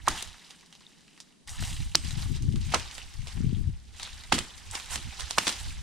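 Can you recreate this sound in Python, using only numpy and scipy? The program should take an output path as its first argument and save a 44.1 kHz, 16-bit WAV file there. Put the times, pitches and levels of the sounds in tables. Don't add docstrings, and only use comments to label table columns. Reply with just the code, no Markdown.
import sys
import numpy as np
from scipy import signal
from scipy.io import wavfile
from scipy.ndimage import uniform_filter1d

SR = 44100
rng = np.random.default_rng(int(sys.argv[2]) if len(sys.argv) > 2 else 0)


def waveform_to_disk(signal):
    frames = np.transpose(np.atleast_2d(signal))
    scaled = np.clip(frames, -1, 1) * 32767
    samples = np.round(scaled).astype(np.int16)
    wavfile.write(sys.argv[1], SR, samples)


N = 256662
TIME = np.arange(N) / SR


def gain_of(db):
    return 10 ** (np.asarray(db) / 20)


def evened(x):
    return x / np.sqrt(np.mean(x ** 2) + 1e-20)


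def read(points, hz):
    f, value = np.transpose(points)
    return np.interp(np.log(hz + 1), np.log(f + 1), value)


def coloured(x, points):
    size = 4096
    gain_db = read(points, abs(np.fft.fftfreq(size, 1 / SR)))
    log_gain = np.log(gain_of(gain_db))
    response = np.exp(np.conj(signal.hilbert(log_gain)))
    taps = np.fft.ifft(response).real[:size // 2]
    return np.apply_along_axis(lambda v: signal.oaconvolve(v, taps)[:len(v)], -1, x)


def panned(x, pan_db):
    sides = gain_of(np.array([[.5], [-.5]]) * pan_db)
    return x * sides / sides.mean(0)


# frequency_hz [Hz], level_db [dB]
WIDTH = [(100, -23), (400, -17.5), (800, -3.5), (1300, -3), (3000, -8.5), (5500, -4), (8000, 3), (15000, 2)]


def widened(pair):
    middle, side = pair[0], coloured(pair[1], WIDTH)
    return np.array([middle + side, middle - side])


def add(mix, s, sound):
    part = mix[:, max(round(s * SR), 0):][:, :sound.shape[-1]]
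    part += sound[..., :part.shape[1]]


def flick(t, hz, rise):
    envelope = (t / rise * np.exp(1 - t / rise)) ** 2
    return envelope * np.sin(2 * np.pi * hz * t)


# start_s [s], level_db [dB, envelope peak], pitch_hz [Hz], rise_ms [ms], left_over_right_db [dB]
SNAPS = [(0.075, -14.5, 1430, 0.33, -4), (0.0786, -7, 1054, 1.06, -5), (0.866, -39.5, 3680, 1.1, 4.5),
         (1.948, -16, 4400, 0.82, -2), (1.9513, -8, 1440, 0.2, 0), (1.954, 2.5, 4780, 0.16, 0),
         (1.9553, -2.5, 5450, 0.17, -6), (2.7387, -14.5, 795, 1.13, -2.5), (2.74, -19, 1287, 2.8, -7.5),
         (4.3216, -13, 854, 1.8, -4), (4.323, -17, 1303, 1.2, -10), (5.3102, -39, 4337, 0.33, 0),
         (5.3773, -19, 1100, 0.69, -5), (5.382, -10, 1035, 0.73, -3)]


def snaps():
    out, t = np.zeros((2, N)), np.arange(SR // 20) / SR
    for s, db, hz, rise_ms, pan_db in SNAPS:
        pop = gain_of(db) * flick(t, hz, rise_ms / 1000)
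        add(out, s, panned(pop, pan_db))
    return out


# frequency_hz [Hz], level_db [dB]
WOOD = [(150, 5.5), (480, 5), (850, 1.5), (1050, 1.5), (1250, -1.5), (1800, -2.5), (2400, -2), (3100, -2),
        (5500, -2), (9500, -6.5), (11500, -17), (16000, -30)]


def fracture(length, hz, treble_db, focus_db, fibres_per_s, grit, ring_db, stragglers, size=4096, count=110):
    t = np.arange(size) / SR
    breaks = (rng.random(size) < fibres_per_s / SR) * rng.uniform(0.2, 1, size)
    breaks[0] = 1.67
    fade = (1 - 0.5 * np.exp(-3 * t / length)) / (1 + (t / length) ** 3)
    late = stragglers * (rng.random(size) < 500 / SR) * rng.random(size) * np.exp(-t / 0.029)
    impulses = (breaks * fade + late) * rng.choice([-1, 1], (2, size))
    run = impulses + grit * fade * rng.standard_normal((2, size))

    f = np.geomspace(50, SR / 2, 200)
    octaves = abs(np.log2(f / hz))
    stick_db = ring_db / (1 + (octaves / 0.098) ** 2) - focus_db * octaves
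    shape_db = read(WOOD, f) + stick_db + treble_db / (1 + (6000 / f) ** 4)
    sound = widened(coloured(run, np.transpose([f, shape_db])))
    loudest = np.sqrt(uniform_filter1d(sound.mean(0) ** 2, count).max())
    return sound / loudest


# start_s [s], level_db [dB, loudest rms], run_ms [ms],
# centre_hz [Hz], treble_db [dB], left_over_right_db [dB]
SPLINTERS = [(0.0837, -18.5, 2.7, 3400, 9, -1), (0.2244, -31.5, 3.7, 3620, 10.5, 4),
             (1.625, -32.5, 2.8, 1560, -13, 2), (1.955, -20.5, 1.8, 4600, 0.5, -4),
             (2.721, -34, 10.2, 2496, 0, -1), (2.738, -28, 2.86, 1593, -6, 0),
             (2.743, -23.5, 13.7, 1240, -11, -1), (2.7440, -19, 3.3, 4400, -1.5, -5),
             (4.32, -27, 7.6, 2000, -12.5, 4), (4.324, -16.5, 6.3, 3150, -6, -3.5),
             (4.3378, -28.5, 17.4, 3060, 2, 0), (4.3814, -28, 4.3, 2030, -3, -3),
             (4.3877, -24, 3.1, 3450, 4, -1), (4.7510, -30.5, 5.9, 3470, -2.5, -4.5),
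             (4.9573, -25.5, 3.5, 3050, 2.5, -4), (5.197, -35.5, 3.8, 3460, 3, -1.5),
             (5.3087, -24.5, 2.4, 4900, -3.5, -1), (5.3826, -16.5, 5.4, 2500, 0, -1),
             (5.469, -21.5, 4.4, 3440, -6, 0.5), (5.4777, -21, 5.4, 3420, -1, -2),
             (5.4908, -25.5, 6.5, 3450, 2, -1)]


def splinters():
    out = np.zeros((2, N))
    for s, db, run_ms, hz, treble_db, pan_db in SPLINTERS:
        tear = fracture(run_ms / 1000, hz, treble_db, focus_db=3.5, fibres_per_s=4600,
                        grit=0.0807, ring_db=4, stragglers=0.23)
        add(out, s, panned(gain_of(db) * tear, pan_db))
    return out


# [dB, before the decay]
SHUDDERS = [(0.081, -30.5), (1.951, -35), (2.741, -36), (4.327, -23.5), (4.389, -37), (4.956, -40.5),
            (5.382, -35), (5.474, -36.5)]
# frequency_hz [Hz], level_db [dB]
LIMB = [(40, -21.5), (110, 7), (220, 6.5), (330, 4.5), (520, -16), (820, -17), (1020, -25), (1230, -10),
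        (1600, -18.5), (2600, -20.5), (3100, -4), (3900, -15.5), (8000, -38)]


def shudders():
    out, t = np.zeros((2, N)), np.arange(SR // 2) / SR
    for s, db in SHUDDERS:
        knock = evened(widened(coloured(rng.standard_normal((2, len(t))), LIMB)))
        onset = 1 - np.exp(-t / .0015)
        add(out, s, gain_of(db - 60 * t / 0.2) * onset * knock)
    return out


# start_s [s], level_db [dB, before the decay], centre_hz [Hz], width_hz [Hz], t60_s [s]
RING = (1.955, -50, 8300, 110, .6)


def ring():
    s, db, hz, width, t60 = RING
    t = np.arange(SR // 2) / SR
    band = signal.butter(2, [hz - width / 2, hz + width / 2], "band", fs=SR, output="sos")
    tone = evened(signal.sosfilt(band, rng.standard_normal(len(t))))
    out = np.zeros((2, N))
    add(out, s, gain_of(db - 60 * t / t60) * tone)
    return out


# time_s [s], level_db [dB]
SLIDE = [(0, -61.5), (0.1, -58), (0.5, -58), (0.62, -64.5), (1.2, -66.5), (1.46, -75.5), (1.6, -54),
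         (1.92, -62.5), (2.5, -58), (2.85, -51.5), (3.2, -57), (3.5, -58), (3.82, -66.5), (4.15, -54.5),
         (4.66, -57.5), (5.1, -50.5), (5.6, -48.5), (5.82, -55)]
SLIDE_CRUNCH_DB, SLIDE_CRISP_DB = -7, -8
# height_s [s], rustle_db [dB], swell_s [s], fade_s [s],
# crunch_db [dB against the rustle], crisp_db [dB against the rustle]
CRUSHES = [(0.085, -43, 0.024, 0.089, 2.5, -14), (0.18, -43.5, 0.069, 0.057, -20, -6.5),
           (1.479, -49, .005, 0.15, -3, 0), (1.66, -43.5, 0.071, .15, -10.5, -4),
           (2.06, -47, 0.041, 0.12, -9, -5.5), (2.23, -48, 0.096, 0.083, -6.5, -4.5),
           (2.359, -47, 0.026, 0.019, -8, -13), (2.68, -51.5, .08, 0.098, -9, -8),
           (2.74, -51.5, 0.024, 0.077, 6, -4), (2.98, -52, 0.079, 0.041, -17, -5),
           (3.285, -48, 0.018, 0.07, -7.5, -8.5), (4.04, -48, 0.071, .09, -5.5, -8),
           (4.335, -54, 0.028, 0.19, 0.5, -1.5), (4.754, -44.5, 0.036, 0.09, -4, -6.5),
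           (4.936, -37.5, 0.032, 0.028, -5, -3.5), (5.205, -44, 0.024, 0.029, -9.5, -6),
           (5.305, -50.5, 0.0087, 0.018, -3, 2), (5.385, -43, 0.014, 0.056, -4, 2),
           (5.47, -42, 0.027, 0.11, -13, -3)]


def pressure():
    slide = gain_of(np.interp(TIME, *np.transpose(SLIDE)))
    power = (gain_of([[0], [SLIDE_CRUNCH_DB], [SLIDE_CRISP_DB]]) * slide) ** 2
    for s, db, swell_s, fade_s, crunch_db, crisp_db in CRUSHES:
        shape = np.exp(-np.where(TIME < s, ((TIME - s) / swell_s) ** 2, (TIME - s) / fade_s))
        power += (gain_of(db) * gain_of([[0], [crunch_db], [crisp_db]]) * shape) ** 2
    return np.sqrt(power)


# frequency_hz [Hz], level_db [dB]
LEAVES = [(350, -21.5), (600, -22.5), (790, -6), (1180, -10), (2010, -4), (2540, -0.5), (3080, 1.5),
          (3830, 1.5), (4280, -0.5), (4780, -0.5), (7020, -5), (8860, -5.5), (11700, -16.5), (13400, -19),
          (16000, -28.5)]


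def crackle(lo_hz, hi_hz, per_s, spread_db, clump_db, hiss, count=8):
    out = np.zeros((2, N))
    for hz in np.geomspace(lo_hz, hi_hz, count):
        at = rng.integers(0, N, int(per_s * N / SR / count))
        pitch = hz * rng.uniform(0.848, 1.15, (len(at), 1))
        extra_db = spread_db * np.minimum(rng.exponential(1, (len(at), 1)), 4)
        height = hz ** .5 * gain_of(extra_db)
        steps = np.arange(int(2 * np.pi * SR / hz))
        grains = height * flick(steps / SR, pitch, 1.4 / pitch)
        channel = rng.integers(0, 2, (len(at), 1))
        np.add.at(out, (channel, (at[:, None] + steps) % N), grains)
    band = signal.butter(4, [lo_hz, min(hi_hz, SR / 2 - 1)], "band", fs=SR, output="sos")
    rub = signal.sosfilt(band, rng.standard_normal((2, N)))
    slow_noise = uniform_filter1d(uniform_filter1d(rng.standard_normal(N), size=400), size=200)
    clumps = gain_of(clump_db * evened(slow_noise))
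    leaves = widened(coloured((evened(out) + hiss * evened(rub)) * clumps, LEAVES))
    return leaves / np.std(leaves.mean(0))


def litter(rustle, crunch, crisp):
    rustle = rustle * crackle(1930, 6660, per_s=2000, spread_db=5.5, clump_db=1.5, hiss=1.0)
    crunch = crunch * crackle(380, 1830, per_s=1600, spread_db=4, clump_db=3.0, hiss=1.0)
    crisp = crisp * crackle(7000, 14500, per_s=4200, spread_db=3.0, clump_db=2.5, hiss=0.32)
    return panned(rustle, pan_db=-1.2) + panned(crunch, pan_db=-4.0) + panned(crisp, pan_db=-8.0)


STRAY_PER_S, STRAY_HZ, STRAY_OCTAVES = 14, 3600, 0.32
STRAY_DB, STRAY_SPREAD_DB, STRAY_FOLLOW = -46.5, 3.5, 0.87


def stray_twigs(rustle):
    count = int(STRAY_PER_S * N / SR)
    at = ((np.arange(count) + rng.random(count)) / count * N).astype(int)
    size, pitch, side = rng.standard_normal((count, 3)).T
    rustle_db = 20 * np.log10(rustle[at] / np.median(rustle))
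    db = STRAY_DB + STRAY_SPREAD_DB * size + STRAY_FOLLOW * rustle_db
    return list(zip(at / SR, db, STRAY_HZ * 2 ** (STRAY_OCTAVES * pitch), 3 * side))


# start_s [s], level_db [dB, loudest rms], pitch_hz [Hz], left_over_right_db [dB]
TWIGS = [(0.208, -36, 3340, 6), (0.275, -40, 3080, -1), (0.508, -40, 3650, -2), (0.727, -44.5, 3230, -3),
         (0.752, -46, 3260, -1), (0.81, -50, 1500, -4), (1.177, -49.5, 2400, 0), (1.203, -38.5, 5120, -3),
         (1.475, -45.5, 4400, 6), (1.494, -36, 5700, 4), (1.707, -39, 3270, 6), (2.108, -33, 4000, 7),
         (2.424, -41.5, 6200, -5), (2.559, -38, 3400, -2), (2.798, -33.5, 3360, -2),
         (2.981, -34.5, 1940, -4), (3.272, -35, 2413, -6), (3.998, -36, 2670, 2), (4.031, -28.5, 4210, -1),
         (4.237, -41, 3550, -3), (4.712, -34, 7600, 0), (4.799, -36, 2570, -10), (4.978, -34.5, 2800, -2),
         (5.207, -32, 3896, -10), (5.526, -32, 3480, 0.5)]


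def twigs(rustle):
    out = np.zeros((2, N))
    for s, db, hz, pan_db in list(TWIGS) + stray_twigs(rustle):
        tick = fracture(0.0018, hz, treble_db=2.0, focus_db=5.5, fibres_per_s=910,
                        grit=.06, ring_db=6.0, stragglers=.06)
        add(out, s, panned(gain_of(db) * tick, pan_db))
    return out


# time_s [s], share [0-1]
AHEAD = [(1.44, 0.6), (1.48, 1), (1.93, 0.46), (2.0, 0.36), (2.4, 0.26)]


def ahead(x, bounce_s=0.001025, ground=0.26):
    s, share = np.transpose(AHEAD)
    share = np.clip(np.interp(TIME, s, share), 0, 1)
    direct = x.mean(0)
    combed = direct + ground * np.interp(TIME - bounce_s, TIME, direct)
    return (1 - share) * x + share * combed


# frequency_hz [Hz], t60_s [s]
WOODS = [(150, 0.72), (900, 0.68), (3500, 0.66), (8000, 0.51), (15000, 0.47)]


def woods(x, near_db, far_db, near_t60=0.24, size=128):
    hz, at, z = signal.stft(x.mean(0), SR, nperseg=size)
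    delay = at[at < 1]
    late = delay > .002
    near = 10 ** (-6 * delay / near_t60) * late
    far = 10 ** (-6 * delay / read(WOODS, hz)[:, None]) * late
    near_power = gain_of(near_db) ** 2 * near / near.sum()
    far_power = gain_of(far_db) ** 2 * far / far.sum(1, keepdims=True)
    returns = near_power + far_power
    energy = abs(signal.fftconvolve(abs(z) ** 2, returns, axes=1)[:, :len(at)])
    diffuse = signal.stft(rng.standard_normal((2, N)), SR, nperseg=size)[2]
    scattered = diffuse / np.std(diffuse) * np.sqrt(energy)
    return widened(signal.istft(scattered, SR, nperseg=size)[1][:, :N])


# height_s [s], level_db [dB], half_s [s], left_over_right_db [dB]
GUSTS = [(0.11, -39, 0.051, -1.5), (0.29, -46.5, 0.03, -15), (1.511, -39, 0.022, 1), (1.614, -31, 0.028, 0),
         (1.772, -32.5, .09, 0), (2.058, -33, 0.043, 7), (2.229, -30, 0.089, 8), (2.491, -27.5, .12, 9),
         (2.717, -33.5, 0.078, 11), (3.21, -35, 0.0398, 12.5), (3.479, -28.5, .1, 13),
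         (3.679, -30, 0.054, 5), (4.143, -47, 0.031, 6), (4.36, -40, 0.0516, -5), (4.706, -40.5, 0.025, -2),
         (4.951, -40.5, 0.041, -7), (5.075, -35.5, 0.033, -9.5), (5.23, -39, 0.038, -5.5),
         (5.68, -33, 0.056, -3), (5.81, -36.5, 0.042, 8.5)]
# time_s [s], level_db [dB]
DRAUGHT = [(0, -46.5), (0.25, -53.5), (0.42, -72), (1.44, -76), (1.52, -46), (1.9, -39), (2.9, -48),
           (3.9, -50), (4.55, -52), (5.82, -52)]
DRAUGHT_PAN_DB = -3


def buffeting():
    draught = gain_of(np.interp(TIME, *np.transpose(DRAUGHT)))
    power = panned(draught, DRAUGHT_PAN_DB) ** 2
    for s, db, half_s, pan_db in GUSTS:
        gust = gain_of(db) * np.exp(-((TIME - s) / half_s) ** 2 / 2)
        power += panned(gust, pan_db) ** 2
    return 10 * np.log10(power)


# frequency_hz [Hz], level_db [dB]
BREEZE = [(8, -13), (25, -6), (55, -7), (90, -4), (130, -12), (190, -20.5), (300, -33), (700, -106.5)]
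# start_s [s], level_db [dB, envelope peak], pitch_hz [Hz]
EDDIES = [(2.131, -22.5, 93), (2.484, -16, 105), (2.541, -22.5, 196), (3.404, -24, 189.2),
          (3.443, -18.5, 149.2), (3.466, -17.5, 110), (3.527, -21.5, 190), (3.671, -21.5, 98),
          (3.689, -27, 137)]
EDDY_PAN_DB = 18


def wind(usual_db=-31.5, db_per_octave=12, flutter_db=2.08):
    out, t = np.zeros((2, N)), np.arange(SR // 8) / SR
    for port, level_db in zip(out, buffeting()):
        slow_noise = uniform_filter1d(uniform_filter1d(rng.standard_normal(N), size=1100), size=500)
        lumpy_db = level_db + flutter_db * evened(slow_noise)
        speed = np.clip(2 ** ((lumpy_db - usual_db) / db_per_octave), .75, 1.45)
        field = evened(coloured(rng.standard_normal(2 * N), BREEZE))
        port += np.interp(np.cumsum(speed), np.arange(2 * N), field) * gain_of(lumpy_db)
    for s, db, hz in EDDIES:
        thump = gain_of(db) * flick(t, hz, 0.57 / hz)
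        add(out, s, panned(thump, EDDY_PAN_DB))
    return out


# frequency_hz [Hz], level_db [dB]
AIR = [(20, -6), (90, -19.5), (160, 8.5), (300, 0.5), (600, -11), (1500, -18.5), (4000, -16.5),
       (10000, -19.5), (15000, -63)]
AIR_DB = -61.5


def air():
    return gain_of(AIR_DB) * evened(coloured(rng.standard_normal((2, N)), AIR))


def scene():
    rustle, crunch, crisp = pressure()
    pops, tears = snaps(), splinters()
    brush = litter(rustle, crunch, crisp) + twigs(rustle)
    breaks = pops + tears + woods(tears + gain_of(-17) * pops, near_db=-12, far_db=-16.5)
    brush = brush + woods(brush, near_db=-3.5, far_db=-14.5, near_t60=0.088)
    return breaks + ahead(brush) + shudders() + ring() + wind() + air()


EDGE_HZ = 16000


def record(dry):
    edge = signal.firwin(255, EDGE_HZ, window=("kaiser", 8), fs=SR)
    return signal.oaconvolve(np.clip(dry, -.95, .95), edge[None], "same")


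dry = scene()
out = record(dry)
waveform_to_disk(out)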